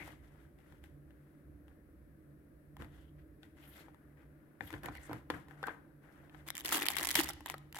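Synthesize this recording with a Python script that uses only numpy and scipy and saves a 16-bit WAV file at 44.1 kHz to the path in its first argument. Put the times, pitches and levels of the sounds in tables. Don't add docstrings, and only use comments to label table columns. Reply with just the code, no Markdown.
import sys
import numpy as np
from scipy import signal
from scipy.fft import rfft, irfft, next_fast_len
from scipy.io import wavfile

SR = 44100
rng = np.random.default_rng(int(sys.argv[2]) if len(sys.argv) > 2 else 0)


def to_wav(sig):
    pcm = np.clip(np.atleast_2d(sig), -1, 1) * 32767
    pcm = np.round(pcm).astype(np.int16)
    wavfile.write(sys.argv[1], SR, pcm.T)


N = 343539
TIME = np.arange(N) / SR
FFT_SIZE = next_fast_len(N + SR // 2)
HZ = np.maximum(np.arange(FFT_SIZE // 2 + 1) * SR / FFT_SIZE, 1)
SIDES = np.array([[1], [-1]])


def from_db(db):
    return 10 ** (np.asarray(db) / 20)


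def unit_power(x):
    return x / np.sqrt(np.mean(x ** 2) + 1e-20)


def unit_energy(x):
    return x / np.sqrt(np.sum(x ** 2) / 2)


def curve(points):
    hz, db = np.transpose(points)
    return from_db(np.interp(np.log(HZ), np.log(hz), db))


def band(points, low_hz, high_hz):
    return unit_power(curve(points) / np.sqrt((1 + (low_hz / HZ) ** 8) * (1 + (HZ / high_hz) ** 8)))


def colour(x, gain, balance):
    ratio = curve(balance)
    gains = gain * np.sqrt(2 / (1 + ratio ** 2)) * np.stack([ratio, np.ones_like(ratio)])
    cepstrum = irfft(np.log(gains + 1e-5), FFT_SIZE)
    cepstrum[:, 1:FFT_SIZE // 2] *= 2
    cepstrum[:, FFT_SIZE // 2 + 1:] = 0
    return irfft(rfft(x, FFT_SIZE) * np.exp(rfft(cepstrum)), FFT_SIZE)[:, :N]


# f/Hz, level/dB
STEREO_WIDTH = [(60, -16), (250, -12.5), (600, -4.5), (1200, -1.5), (2500, 1), (6000, 0), (14000, 2)]


def widen(pair, lag_s=.0001):
    mid, side = rfft(pair, FFT_SIZE)
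    width = curve(STEREO_WIDTH)
    delay = np.exp(-2j * np.pi * HZ * lag_s * (SIDES > 0))
    return irfft(delay * (mid + SIDES * width * side) / np.sqrt(1 + width ** 2), FFT_SIZE)[:, :N]


def pan(balance_db):
    return unit_power(from_db(SIDES * balance_db / 2))


def drift(turns_per_s):
    points = rng.standard_normal(4000)
    return unit_power(np.interp(TIME * turns_per_s, np.arange(len(points)), points))


def add(out, start_s, sound):
    i = int(start_s * SR)
    out[:, i:i + sound.shape[1]] += sound[:, :N - i]


def ring(x, hz, width_hz):
    r = np.exp(-np.pi * width_hz / SR)
    feed = np.sqrt((1 - r * r) / 2) * np.array([1, 0, -1])
    feedback = [1, -2 * r * np.cos(2 * np.pi * hz / SR), r * r]
    return signal.lfilter(feed, feedback, x + 1e-18)


def crack(scatter_s, scatter_db, desk_s, desk_db, spread):
    t = np.arange(SR // 25) / SR
    noise = rng.standard_normal((2, 2, len(t)))
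    out = np.zeros((2, len(t)))
    out[0, 3] = out[1, 0] = rng.choice([-1, 1])
    for (mid, side), decay_s, db in zip(noise, (scatter_s, desk_s), (scatter_db, desk_db)):
        out += from_db(db) * (mid + spread * SIDES * side) * np.exp(-t / decay_s) / np.sqrt(decay_s * SR)
    return unit_energy(out)


def grains(low_hz, high_hz, per_s, cycles, size_db, clump_db, clump_rate, rub_db, count=18):
    happens = rng.random(N) < per_s / SR
    sizes = from_db(size_db * np.minimum(rng.exponential(1, N), 3.5))
    slips = happens * sizes * rng.standard_normal((2, N))
    choice = rng.integers(0, count, N)
    pitches = np.minimum(np.geomspace(low_hz, high_hz, count), .4 * SR)
    rings = sum(np.sqrt(hz) * ring(slips * (choice == k), hz, hz / cycles)
                for k, hz in enumerate(pitches))
    rub = from_db(rub_db) * rng.standard_normal((2, N))
    clumps = from_db(clump_db * drift(clump_rate))
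    return unit_power(widen((unit_power(rings) + rub) * clumps))


def hand_moves(rows, rise_s, fades_s):
    t = np.arange(0, N, 16) / SR
    gains = []
    for layer, fade_s in enumerate(fades_s):
        power = np.zeros(len(t))
        for start, hold, *levels_db in rows:
            rise = np.exp(-(np.minimum(t - start, 0) / rise_s) ** 2)
            fade = np.exp(-np.maximum(t - start - hold, 0) / fade_s)
            power += (from_db(levels_db[layer]) * rise * fade) ** 2
        gains.append(np.interp(TIME, t, np.sqrt(power)))
    return gains


# f/Hz, relative level/dB
ROOM_TONE = [(25, -12), (45, -9.5), (65, -3.5), (105, -12), (200, 0), (300, -12.5), (400, -7), (600, -11),
             (850, -23), (1700, -17), (3000, -35.5), (7000, -42.5), (11500, -29), (15000, -36.5)]
# f/Hz, balance/dB
ROOM_LEAN = [(60, -3), (400, 0), (900, 2), (1800, 12.5), (3000, 1), (5000, -1), (8000, 0.5), (12000, 4)]
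# f/Hz, width/Hz, level/dB
ROOM_HUMS = [(145.4, 4.6, -64.5), (302.7, 32.3, -64.5), (582.6, 22, -80)]
# t/s, relative level/dB
RUMBLE_LEVELS = [(0.0, -58), (0.69, -65), (0.74, -55.5), (1.41, -69), (1.45, -58), (2.6, -65), (2.82, -49),
                 (2.99, -61), (4.42, -66.5), (4.49, -92), (4.66, -54.5), (6.12, -70), (6.18, -61),
                 (7.1, -63), (7.16, -54.5), (7.79, -62)]


def background(air_db=-67, rumble_trim_db=-1, swell_db=1, waver_db=-0.86):
    hiss, hum, deep = (widen(rng.standard_normal((2, N)), lag_s=.0003) for _ in range(3))
    air = from_db(air_db) * colour(hiss, unit_power(curve(ROOM_TONE)), ROOM_LEAN)
    peaks = sum(from_db(db) * unit_power(1 / (1 + ((HZ - hz) / width_hz) ** 2))
                for hz, width_hz, db in ROOM_HUMS)
    hums = colour(hum, peaks, ROOM_LEAN) * from_db(waver_db * drift(16))
    rumble_db = np.interp(TIME, *np.transpose(RUMBLE_LEVELS)) + rumble_trim_db + swell_db * drift(6)
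    rumble = from_db(rumble_db) * colour(deep, band(ROOM_TONE, 52, 90), ROOM_LEAN)
    return air + hums + rumble


def wall_echo(x, fade_s=0.6, echo_db=-14, dull_hz=3500, gap_s=0.0075):
    t = np.arange(SR // 2) / SR
    noise = widen(rng.standard_normal((2, len(t))))[:, :len(t)]
    tail = unit_energy(noise * from_db(-60 * t / fade_s) * (t > gap_s))
    tail = signal.sosfilt(signal.butter(1, dull_hz, fs=SR, output="sos"), tail)
    return from_db(echo_db) * signal.fftconvolve(x, tail, axes=1)[:, :N]


# t/s, energy/dB, f/Hz
CASE_BUMPS = [(7.155, -21, 170), (7.157, -20, 600), (7.192, -18, 290)]


def laptop_bumps(width_hz=80):
    out = np.zeros((2, N))
    for start, db, hz in CASE_BUMPS:
        push = crack(scatter_s=.002, scatter_db=-12, desk_s=.012, desk_db=-10, spread=.3)
        knock = ring(ring(push, hz, width_hz), hz, 2 * width_hz)
        add(out, start, from_db(db) * unit_energy(knock))
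    return out


# f/Hz, relative level/dB
PAPER_TONE = [(35, -18), (60, 0.5), (139, 1.5), (217, -9.5), (315, 3), (371, -8.5), (767, -8.5),
              (1110, -11), (1580, -5.5), (2710, -10.5), (3420, -6), (3850, -50), (9350, -41), (12400, -68),
              (16000, -39)]
# f/Hz, relative level/dB
HISS_TONE = [(1180, -7), (2000, 9.5), (2300, -3), (2750, -4.5), (3450, -6.5), (4190, -13), (5990, -15.5),
             (9740, -13), (12300, -7.5), (16000, -17)]
# f/Hz, balance/dB
PAPER_LEAN = [(100, 2.5), (500, -1.5), (1000, 6), (1700, 8.5), (3100, 10.5), (4500, -2.5), (7500, -4.5),
              (12000, 2.5)]
# t/s, hold/s, relative flutter level/dB, relative bending level/dB
LEAFLET_SWINGS = [(0.0, 0.014, -55, -51.5), (0.05, 0.07, -60, -61), (2.803, 0.018, -49.5, -57),
                  (4.615, 0.0081, -48.5, -64), (4.735, 0.014, -46.5, -52.5), (4.845, 0.012, -47.5, -48.5),
                  (4.888, 0.0048, -47, -56), (5.1, 0.044, -46.5, -53), (5.312, 0.046, -46.5, -52.5),
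                  (5.672, 0.022, -55, -48)]
# t/s, hold/s, relative hiss level/dB, relative bending level/dB
LEAFLET_SLIDES = [(0.0, 0.1, -60, -76), (0.24, 0.21, -76, -72), (0.6, 0.16, -76.5, -73),
                  (0.84, 0.02, -69, -71.5), (1.08, 0.33, -86.5, -80.5), (1.68, 0.034, -83, -73),
                  (2.81, 0.037, -65.5, -65), (2.94, 0.075, -72.5, -72), (3.44, 0.015, -71.5, -73),
                  (3.58, 0.21, -69.5, -68), (3.775, 0.034, -61.5, -64.5), (3.85, 0.034, -82, -70),
                  (3.9, 0.23, -89, -76), (4.19, 0.04, -81, -70.5), (4.3, 0.39, -92, -77),
                  (4.63, 0.12, -62, -63.5), (4.85, .014, -58, -71), (4.93, 0.23, -64.5, -63.5),
                  (5.325, 0.035, -59.5, -58), (5.5, 0.18, -71.5, -65), (5.67, 0.039, -66, -58.5),
                  (6.04, 0.23, -75, -66.5), (6.33, 0.077, -70, -66)]


def leaflet_rustle(flutter_trim_db=-1, bend_trim_db=-1):
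    swinging, bending = hand_moves(LEAFLET_SWINGS, rise_s=.011, fades_s=(.028, .028))
    sliding, dragging = hand_moves(LEAFLET_SLIDES, rise_s=.02, fades_s=(.039, .039))
    flutter = swinging * from_db(flutter_trim_db) * widen(rng.standard_normal((2, N)))
    fibres = grains(450, 2800, per_s=1600, cycles=6, size_db=2.5, clump_db=1, clump_rate=120, rub_db=7)
    fibres *= np.hypot(bending, dragging) * from_db(bend_trim_db)
    hiss = grains(2200, 17800, per_s=2500, cycles=4.5, size_db=3.5,
                  clump_db=1.8, clump_rate=64, rub_db=3.5)
    return (colour(flutter, band(PAPER_TONE, 86, 440), PAPER_LEAN)
            + colour(fibres, band(PAPER_TONE, 260, 1800), PAPER_LEAN)
            + colour(sliding * hiss, band(HISS_TONE, 2060, 11800), PAPER_LEAN))


# middle t/s, half length/s, f/Hz, glide/(Hz per s), width/Hz, level/dB
EDGE_SCRAPES = [(0.0, 0.069, 2100, 0, 462, -49), (3, 0.17, 3100, 0, 600, -77.5),
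                (3.2, 0.062, 1620, 0, 980, -74), (3.646, 0.058, 2730, 3000, 990, -66),
                (3.714, 0.16, 12000, 2, 2200, -65.5), (3.738, .05, 3170, 6000, 1200, -68.5),
                (3.812, 0.036, 4180, 3000, 600, -69.5), (4.208, .06, 1870, 0, 600, -71),
                (4.668, 0.046, 12400, 0, 2000, -59.5), (4.683, 0.023, 3200, -12000, 500, -61.5),
                (4.961, 0.011, 2050, -5000, 230, -50), (4.974, 0.026, 2040, -5000, 260, -55),
                (4.96, 0.044, 4350, -6000, 400, -69), (4.96, 0.026, 2800, -3000, 220, -66),
                (5.036, 0.064, 1840, -2200, 250, -61), (5.047, 0.041, 7860, 0, 3000, -63),
                (5.68, 0.056, 1586, -2, 80, -48.5)]


def leaflet_scrapes(catch_db=2.5, catches_per_s=150):
    out = np.zeros((2, N))
    friction = widen(rng.standard_normal((2, N))) * unit_power(from_db(catch_db * drift(catches_per_s)))
    for middle, half_s, hz, glide, width_hz, db in EDGE_SCRAPES:
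        first, last = max(int((middle - half_s) * SR), 0), int((middle + half_s) * SR)
        t = np.arange(first, last) / SR - middle
        swell = np.cos(np.pi / 2 * t / half_s) ** 2
        tone = unit_power(ring(ring(friction[:, first:last], hz, width_hz), hz, 2 * width_hz))
        gliding = np.real(signal.hilbert(tone) * np.exp(1j * np.pi * glide * t ** 2))
        add(out, first / SR, from_db(db) * swell * gliding)
    return colour(out, np.ones_like(HZ), PAPER_LEAN)


# f/Hz, width/Hz, relative level/dB
SHEET_NOTES = [(500, 90, -4.5), (771.4, 93, 3), (1040, 15, -5.5), (1490, 130, 10), (1815, 60, 7.5),
               (2420, 43, 6.5), (3275, 100, -4), (4530, 83, -5.5)]


def sheet_ring(push, vary_db=3):
    changes_db = vary_db * rng.standard_normal(len(SHEET_NOTES))
    return unit_energy(sum((-1) ** k * from_db(db + changes_db[k]) * ring(push, hz, width_hz)
                           for k, (hz, width_hz, db) in enumerate(SHEET_NOTES)))


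# t/s, relative pop level/dB, f/Hz, width/Hz, relative tick level/dB, balance/dB
LEAFLET_BUCKLES = [(0.0779, -29, 1040, 400, -36, 2), (0.5877, -42, 1510, 810, -49, 7),
                   (0.7234, -35, 1590, 800, -46, 18), (0.8399, -31, 1800, 800, -39.5, 7),
                   (1.1067, -40.5, 2100, 900, -55, 6), (1.6815, -41, 1600, 900, -49, 10),
                   (2.7676, -31, 1160, 800, -38, 5), (2.8102, -42, 1130, 800, -49, 10),
                   (2.822, -24, 1490, 800, -39, 6), (2.8455, -34, 1500, 900, -40, 4),
                   (3.4317, -29.5, 3900, 1100, -44, 8), (3.8835, -33, 1040, 600, -55, 12),
                   (3.9452, -37.5, 1340, 806, -46.5, 21), (4.6079, -10.5, 1720, 332, -37, 17),
                   (4.7047, -26, 1370, 800, -29, 10), (4.728, -30, 1350, 800, -30, 11),
                   (4.7394, -17.5, 2200, 500, -45, 6), (4.8338, -24, 1610, 800, -31.5, -8),
                   (4.8588, -16, 2100, 220, -22.5, -6), (4.8858, -17.5, 1110, 450, -47, -4),
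                   (4.952, -22, 2050, 200, -33, -4), (4.9715, -36, 2150, 200, -33, -1),
                   (5.0955, -27.5, 735, 600, -53, -4), (5.1131, -22, 880, 450, -49, 1),
                   (5.131, -18.5, 1040, 400, -27.5, -8), (5.3017, -7, 1270, 990, -29.5, 6),
                   (5.305, -13, 1530, 1300, -29, 4), (5.4844, -34.5, 1300, 800, -41.5, -1),
                   (5.51, -28, 1740, 200, -46, 12), (5.6296, -15.5, 1190, 696, -35, 0),
                   (5.639, -11, 1550, 128, -43, 7), (5.6694, -29, 1180, 800, -25, 1),
                   (5.6736, -17.5, 1300, 300, -41, -4), (5.6834, -15, 1190, 500, -48, 5),
                   (5.693, -16.5, 1660, 110, -50, 2), (6.2963, -34.5, 2600, 900, -53, 4),
                   (6.3466, -28, 1880, 900, -54, 24)]


def leaflet_pops(echo_s=0.004, echo_db=-13, sheet_db=-7):
    pops, ticks = np.zeros((2, 2, N))
    for start, db, hz, width_hz, tick_db, balance_db in LEAFLET_BUCKLES:
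        push = crack(scatter_s=.002, scatter_db=-1, desk_s=.008, desk_db=-7, spread=.35)
        panel = unit_energy(ring(push, hz, width_hz))
        pop = from_db(db) * pan(balance_db) * unit_energy(panel + from_db(sheet_db) * sheet_ring(push))
        add(pops, start, pop)
        add(pops, start + echo_s, from_db(echo_db) * pop)
        tick = crack(scatter_s=.0017, scatter_db=24, desk_s=.0074, desk_db=-28, spread=.82)
        add(ticks, start, from_db(tick_db) * tick)
    pop_tone = curve([(100, -9), (300, 16.5), (550, 9), (800, 8), (1100, -0.5), (1600, -1),
                      (2500, -7.5), (3500, -3), (5000, -9), (12000, -19.5)])
    pop_lean = [(400, -5), (900, 0), (1700, 1.5), (3000, 7), (5000, -14.5)]   # f/Hz, balance/dB
    return colour(pops, pop_tone, pop_lean) + colour(ticks, band(HISS_TONE, 2230, 15000), PAPER_LEAN)


def patch_ring(click, low_hz, high_hz, cycles, count=3):
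    pitches = low_hz * (high_hz / low_hz) ** rng.random(count)
    return unit_energy(sum(ring(click, hz, hz / cycles) for hz in pitches))


def crease(decay_s, patch_db):
    click = crack(scatter_s=decay_s, scatter_db=11, desk_s=.004, desk_db=-1, spread=.95)
    return unit_energy(click + from_db(patch_db) * patch_ring(click, 2800, 8500, cycles=12))


def crackle(per_s, size_db, decay_s, patch_db=-8, count=12):
    happens = rng.random(N) < per_s / SR
    sizes = from_db(size_db * np.minimum(rng.exponential(1, N), 2.5))
    clicks = happens * sizes * rng.choice([-1, 1], N)
    choice = rng.integers(0, count, N)
    spectrum = sum(rfft(clicks * (choice == k), FFT_SIZE) * rfft(crease(decay_s, patch_db), FFT_SIZE)
                   for k in range(count))
    return unit_power(irfft(spectrum, FFT_SIZE)[:, :N])


# f/Hz, relative level/dB
BAG_TONE = [(150, -8), (300, 11.5), (480, -4.5), (830, 2.5), (1100, 1), (1500, 1), (1950, 8), (2550, -0.5),
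            (3100, -0.5), (4300, -6.5), (6000, -7.5), (9000, -4.5), (12000, 1), (16000, -9)]
# f/Hz, balance/dB
BAG_LEAN = [(520, -1), (800, 3), (1170, 3), (1800, 6.5), (2750, 6), (4200, -.5), (6400, -6.5), (9800, -3),
            (15000, -1.5)]
# t/s, hold/s, relative crinkle level/dB, relative film level/dB
BAG_SQUEEZES = [(6.47, 0.0096, -46, -61.5), (6.55, 0.063, -56, -62), (6.652, 0.07, -46, -52),
                (6.725, 0.046, -34, -42), (6.785, 0.014, -41, -50), (6.82, 0.015, -43, -48),
                (6.86, 0.083, -48, -52.5), (6.975, 0.067, -46, -49.5), (7.075, 0.06, -47, -51),
                (7.16, 0.012, -33.5, -43.5), (7.185, 0.021, -33, -44), (7.225, 0.067, -54, -53.5),
                (7.465, 0.055, -54, -55), (7.76, .03, -52.5, -64.5)]
# t/s, relative crack level/dB, relative film level/dB, balance/dB, decay/s
BAG_SNAPS = [(6.48, -26.5, -39, -1, 0.0011), (6.4864, -20, -33.5, 5, 0.0021),
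             (6.5033, -13.5, -26, 1, .0014), (6.553, -18.5, -44, -4, .0016), (6.568, -19, -36, 4, .0012),
             (6.5795, -15.5, -33, -3, 0.00084), (6.5996, -21.5, -36, -8, 0.0011),
             (6.608, -21.5, -40, 6, 0.00078), (6.648, -18.5, -44, 10, 0.0022),
             (6.6582, -9.5, -35, 0.5, 0.0015), (6.664, -19, -31, 0, 0.0023), (6.682, -16, -40, -2, 0.00051),
             (6.691, -13.5, -44, -3, 0.0016), (6.7012, -26, -24, 4.5, .001), (6.7222, -16, -11, -2, 0.0022),
             (6.7255, -9, -20.5, -4, 0.0025), (6.7281, -7.5, -15, -4, .0014),
             (6.7442, -9, -18, -2.5, .0014), (6.7478, -10.5, -19, 8, 0.0013),
             (6.7725, -12, -31.5, -3, .0007), (6.781, -16, -32, 4, 0.0016),
             (6.812, -17.5, -35, -10, 0.00081), (6.8202, -15, -19, 7, 0.0034),
             (6.8291, -12, -30, -5.5, 0.0015), (6.835, -22, -36.5, 5, 0.0016),
             (6.8558, -12.5, -25.5, 4.5, 0.0029), (6.8645, -9, -28.5, 2.5, 0.0019),
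             (6.8852, -1.5, -23, -5, 0.00046), (6.903, -10.5, -18.5, 7, 0.0025),
             (6.912, -18, -35, -1, 0.0011), (6.9172, -20.5, -41.5, -5, 0.0014),
             (6.935, -22.5, -36, 2, 0.0022), (6.956, -19, -42, 0, .0012), (6.9671, -6.5, -20.5, 11, 0.0036),
             (6.984, -10, -26, 11, .0014), (6.987, -12, -28, -5, 0.00086), (6.995, -17, -23, 3, 0.0029),
             (7.005, -16, -27, -12, 0.00088), (7.0099, -15, -22, 2, .0025), (7.0278, -14, -24, 8, 0.00091),
             (7.0308, -9.5, -22, -2, 0.0013), (7.0383, -16, -17, -10, 0.0018),
             (7.0489, -10.5, -23, 3, .002), (7.054, -10.5, -34, -9, 0.0014),
             (7.0712, -9, -19.5, -3.5, 0.00087), (7.0893, -6.5, -37, 0, 0.00058),
             (7.097, -15.5, -30, 11, .0009), (7.1064, -9.5, -41, 2, 0.0014),
             (7.1123, -7.5, -34, -5, 0.0017), (7.1428, -14, -21.5, 6, 0.0032),
             (7.1541, -0.5, -14.5, -3, .0014), (7.156, -6, -17, 6.5, 0.004),
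             (7.1912, -9, -20.5, -1, 0.0008), (7.1977, -5.5, -25, -18, 0.0015),
             (7.2032, -15, -27, -10, 0.00076), (7.212, -12, -34, -10, 0.0021),
             (7.2196, -22, -36, -6, .0012), (7.2341, -12.5, -33, -8, 0.004), (7.243, -14, -42, 2, 0.0024),
             (7.258, -25, -36, -10, .002), (7.273, -24, -38.5, 3, 0.0034),
             (7.289, -13.5, -24.5, -18, 0.0022), (7.294, -16, -36, -3, 0.0014),
             (7.301, -23, -20.5, 0, 0.0032), (7.306, -19.5, -25.5, 1, 0.0023),
             (7.334, -27, -47, -7, 0.0013), (7.4066, -32, -32.5, 6, 0.0022),
             (7.46, -18.5, -21.5, -5, 0.0023), (7.4992, -14, -17, 1, 0.0013),
             (7.5411, -25.5, -17.5, 7, 0.0021), (7.581, -31.5, -54, 0.5, 0.0015),
             (7.7266, -27.5, -47.5, -4, 0.00069), (7.7461, -26.5, -27.5, 2, 0.0011),
             (7.7655, -28.5, -22, -4, .001), (7.7866, -24.5, -23, -14, 0.0012)]


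def plastic_bag(body_db=-2.5, crunch_db=-3, small_patch_db=-5, large_patch_db=-14):
    crinkle, film = hand_moves(BAG_SQUEEZES, rise_s=.008, fades_s=(.011, .018))
    sparse = crackle(per_s=190, size_db=4, decay_s=.0005)
    dense = crackle(per_s=1500, size_db=3, decay_s=.0006)
    force = crinkle / crinkle.max()
    creases = np.sqrt(1 - force ** 2) * sparse + force * dense
    crunch = grains(1600, 3800, per_s=300, cycles=12, size_db=3, clump_db=2, clump_rate=150, rub_db=-20)
    bright = crinkle * creases + film * from_db(crunch_db) * crunch
    body = grains(330, 2300, per_s=900, cycles=6, size_db=3, clump_db=2.5, clump_rate=200, rub_db=3)
    body *= film * from_db(body_db)
    shakes = np.zeros((2, N))
    for start, crack_db, film_db, balance_db, decay_s in BAG_SNAPS:
        add(bright, start, from_db(crack_db) * pan(balance_db) * crease(decay_s, small_patch_db))
        push = crack(scatter_s=decay_s, scatter_db=0, desk_s=.008, desk_db=-10, spread=.35)
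        shake = unit_energy(push + from_db(large_patch_db) * patch_ring(push, 757, 2970, cycles=27))
        add(shakes, start, from_db(film_db) * shake)
    return (colour(bright, band(BAG_TONE, 1670, SR / 2), BAG_LEAN)
            + colour(shakes, band(BAG_TONE, 450, 1540), BAG_LEAN)
            + colour(body, band(BAG_TONE, 100, 1550), BAG_LEAN))


def scene():
    handled = leaflet_pops() + leaflet_rustle() + leaflet_scrapes() + plastic_bag() + laptop_bumps()
    return handled + wall_echo(handled) + background()


def record(dry, cutoff_hz=16100):
    return signal.sosfilt(signal.ellip(10, .2, 80, cutoff_hz, fs=SR, output="sos"), dry)


dry = scene()
out = record(dry)
to_wav(out)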